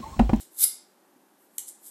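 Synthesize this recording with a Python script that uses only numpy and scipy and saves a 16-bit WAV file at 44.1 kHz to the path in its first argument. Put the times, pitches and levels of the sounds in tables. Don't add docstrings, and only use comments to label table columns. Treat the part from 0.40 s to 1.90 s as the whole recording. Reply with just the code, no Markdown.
import sys
import numpy as np
from scipy import signal
from scipy.fft import rfft, irfft
from scipy.io import wavfile

SR = 44100
rng = np.random.default_rng(int(sys.argv[2]) if len(sys.argv) > 2 else 0)


def store_wav(level_fs):
    pcm = np.round(np.clip(np.atleast_2d(level_fs), -1, 1) * 32767)
    wavfile.write(sys.argv[1], SR, pcm.T.astype(np.int16))


N = 66150

# (f/Hz, relative level/dB)
ROOM_NOISE_COLOUR = [(30, -37.5), (60, -37), (105, -28), (135, -18), (200, -5), (270, -3), (360, 0.5),
                     (460, -10.5), (550, -5.5), (680, -10.5), (790, -6), (1270, -13.5), (1640, -14),
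                     (2200, -20.5), (5000, -24.5), (13800, -21)]
# (peak t/s, rise t/s, fall t/s, level/dB, treble tilt/dB per octave, treble top f/Hz)
LIGHT_STROKES = [(0.013, 0.18, 0.052, -45, -5, 14000), (1.015, .07, .12, -61.5, 6.5, 13640),
                 (1.169, 0.085, 0.015, -57, 7, 14100), (1.287, 0.028, 0.022, -36.5, 3.5, 10650),
                 (1.466, 0.057, 0.096, -43.5, 0.5, 13060)]
# (f/Hz, relative level/dB)
SLIDE_COLOUR = [(100, -48), (1000, -39.5), (2000, -26.5), (2650, -20), (3500, -15), (5000, -15),
                (6500, -9.5), (7900, -1.5), (9500, -2), (11000, -1.5), (12400, 0), (13800, -4)]
# (f/Hz, level/dB after the lift, t/s to fade by 60 dB)
BLADE_TONES = [(2115, -40.5, 0.076), (3560, -51.5, .08), (4935, -49.5, 0.18), (7630, -42.5, .15),
               (9592, -39.5, .17), (11170, -41, .17), (11630, -41.5, .12)]
# (t/s, level/dB)
DRAG_LEVELS = [(.10, -68.5), (.125, -55), (.16, -50.5), (.178, -39), (0.196, -26.5), (.206, -21),
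               (.229, -18), (.242, -17), (.247, -22.5), (.251, -77)]
# (f/Hz, relative level/dB)
DRAG_COLOUR = [(60, -57.5), (150, -40), (400, -36.5), (900, -39), (1400, -26.5), (1850, -36.5),
               (2200, -25.5), (2650, -23), (3200, -24.5), (3700, -15.5), (5000, -19), (6400, -15.5),
               (7900, -8), (8900, -9.5), (11400, -2), (12400, -6), (13800, -6.5)]
# (t/s, level/dB before colouring)
TICKS = [(0.188, -8), (0.2105, -7.5), (1.1808, -6.5), (1.1829, 5)]
# (f/Hz, level/dB)
TICK_COLOUR = [(60, -37.5), (400, -32), (1000, -39), (2000, -23), (2650, -21), (3500, -13.5), (4700, -20.5),
               (6300, -10), (8000, -2.5), (9300, -9), (10800, -2), (13800, -11)]
# (f/Hz, pitch wobble f/Hz, level/dB)
SQUEAL_TONES = [(4968, 300, -32), (9720, 190, -24.5), (10560, 110.7, -18), (11200, 160, -29),
                (11630, 120, -31.5)]
# (t/s, f/Hz, level/dB, t/s to fade by 60 dB)
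KNOCKS = [(0.2377, 1300, -41, .01), (0.758, 268.6, -48, 0.06)]
# (f/Hz, t/s to fade by 60 dB)
WALL_RING_TIMES = [(500, 0.5), (2000, 0.41), (5000, 0.42), (8000, .35), (11000, 0.24), (14000, 0.17)]

SLIP_HZ, SLIP_JITTER = 956.8, .3
TOP_HZ = 13900


def undb(db):
    return 10 ** (np.asarray(db) / 20)


def unit(x):
    return x / np.sqrt(np.mean(x ** 2))


def clock():
    return np.arange(N) / SR


def fade(start, t60):
    age = clock() - start
    return (age >= 0) * np.exp(-np.log(1000) * np.maximum(age, 0) / t60)


def on_log_axis(hz, points):
    f, v = np.array(points, float).T
    return np.interp(np.log(np.maximum(hz, 1)), np.log(f), v)


def colour(x, points, size=4096):
    gain = undb(on_log_axis(np.fft.rfftfreq(size, 1 / SR), points))
    cepstrum = irfft(np.log(gain))
    cepstrum[1:size // 2] *= 2
    cepstrum[size // 2 + 1:] = 0
    return signal.fftconvolve(x, irfft(np.exp(rfft(cepstrum))))[:N]


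def wander(rate_hz):
    return unit(np.interp(clock() * rate_hz, np.arange(N), rng.standard_normal(N)))


def ring(start, hz, db, t60):
    return undb(db) * fade(start, t60) * np.sin(2 * np.pi * hz * (clock() - start))


def room_noise(level_db=-62):
    return undb(level_db) * unit(colour(rng.standard_normal(N), ROOM_NOISE_COLOUR))


def friction(points, count=4000, grit_s=.0009, grit_db=9.5, held_width_hz=70, held_db=-4.5):
    gap, size = rng.standard_normal((count, 2)).T
    at = (np.cumsum(np.exp(SLIP_JITTER * gap)) / SLIP_HZ * SR).astype(int)
    strength = undb(.5 * np.clip(size, -2, 2))
    slips = np.bincount(at[at < N], strength[at < N], N)
    puffs = signal.lfilter([1], [1, -np.exp(-1 / (grit_s * SR))], slips)
    grit = puffs * rng.standard_normal(N)
    chatter = undb(.65 * wander(rate_hz=216.4))
    force = (unit(slips - slips.mean()) + undb(grit_db) * unit(grit)) * chatter
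    steel = sum(signal.lfilter(*signal.iirpeak(hz, hz / held_width_hz, SR), force)
                for hz, _, _ in BLADE_TONES)
    return unit(colour(force + undb(held_db) * steel, points))


def light_strokes(swell_db=20.5, top_fall_db_per_octave=42):
    hz, levels = np.array(SLIDE_COLOUR).T
    out = 0
    for peak_s, rise, fall, db, tilt_db, top_hz in LIGHT_STROKES:
        from_peak = np.maximum((peak_s - clock()) / rise, (clock() - peak_s) / fall)
        octaves = np.log2(hz / top_hz)
        tilted = levels + tilt_db * octaves - top_fall_db_per_octave * np.maximum(octaves, 0)
        out = out + friction(list(zip(hz, tilted))) * undb(db - swell_db * from_peak)
    return out


def hard_stroke():
    times, db = np.array(DRAG_LEVELS).T
    return friction(DRAG_COLOUR) * undb(np.interp(clock(), times, db, left=-np.inf, right=-np.inf))


def ticks(spread_s=.0008875, rattle_db=-2):
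    hz, out = np.fft.rfftfreq(N, 1 / SR), 0
    for start, db in TICKS:
        arrival = start + spread_s * (1 - hz / TOP_HZ)
        crack = irfft(np.exp(-2j * np.pi * np.cumsum(arrival) * SR / N), N)
        rattle = unit(rng.standard_normal(N) * fade(start, t60=.019)) / np.sqrt(N)
        out = out + undb(db) * (crack + undb(rattle_db) * rattle)
    return colour(out, TICK_COLOUR)


def squeal(full_s=.2365, rise_s=.005, hold_s=.0075, fall_s=.003):
    grip = np.interp(clock() - full_s, [-rise_s, 0, hold_s, hold_s + fall_s], [0, 1, 1, 0])
    slip_rate = SLIP_HZ * (1 + SLIP_JITTER * wander(SLIP_HZ))
    throb = 1 + .45 * np.sin(2 * np.pi * np.cumsum(slip_rate) / SR)
    tones = 0
    for hz, wobble_hz, db in SQUEAL_TONES:
        pitch = hz + wobble_hz * wander(SLIP_HZ)
        tones = tones + undb(db) * unit(np.sin(2 * np.pi * np.cumsum(pitch) / SR))
    return grip * throb * tones


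def knocks(rise_s=.005):
    return sum(ring(start, hz, db, t60) * np.clip((clock() - start) / rise_s, 0, 1)
               for start, hz, db, t60 in KNOCKS)


def blade_ring(lift_s=.246):
    return sum(ring(lift_s, *tone) for tone in BLADE_TONES)


def kitchen(x, bands=12, delay_s=.0067, near_db=-8.5, walls_db=-5):
    noise, hz = rfft(rng.standard_normal(N)), np.fft.rfftfreq(N, 1 / SR)
    band = np.minimum((hz / TOP_HZ * bands).astype(int), bands - 1)
    walls = 0
    for k in range(bands):
        t60 = on_log_axis((k + .5) * TOP_HZ / bands, WALL_RING_TIMES)
        walls = walls + irfft(noise * (band == k), N) * fade(delay_s, t60)
    near = rng.standard_normal(N) * fade(delay_s, t60=.07)
    echo = (undb(walls_db) * unit(walls) + undb(near_db) * unit(near)) / np.sqrt(N)
    return x + signal.fftconvolve(x, echo)[:N]


def scene(dip_hz=2640):
    knife = light_strokes() + hard_stroke() + ticks() + squeal() + knocks() + blade_ring()
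    hollowed = signal.lfilter(*signal.iirnotch(dip_hz, Q=5.5, fs=SR), kitchen(knife))
    return (hollowed + room_noise())[None]


def record(dry, low_cut_hz=85):
    thin = signal.sosfilt(signal.butter(2, low_cut_hz, "high", fs=SR, output="sos"), dry)
    return signal.sosfilt(signal.ellip(12, .2, 80, TOP_HZ, fs=SR, output="sos"), thin)


dry = scene()
out = record(dry)
store_wav(out)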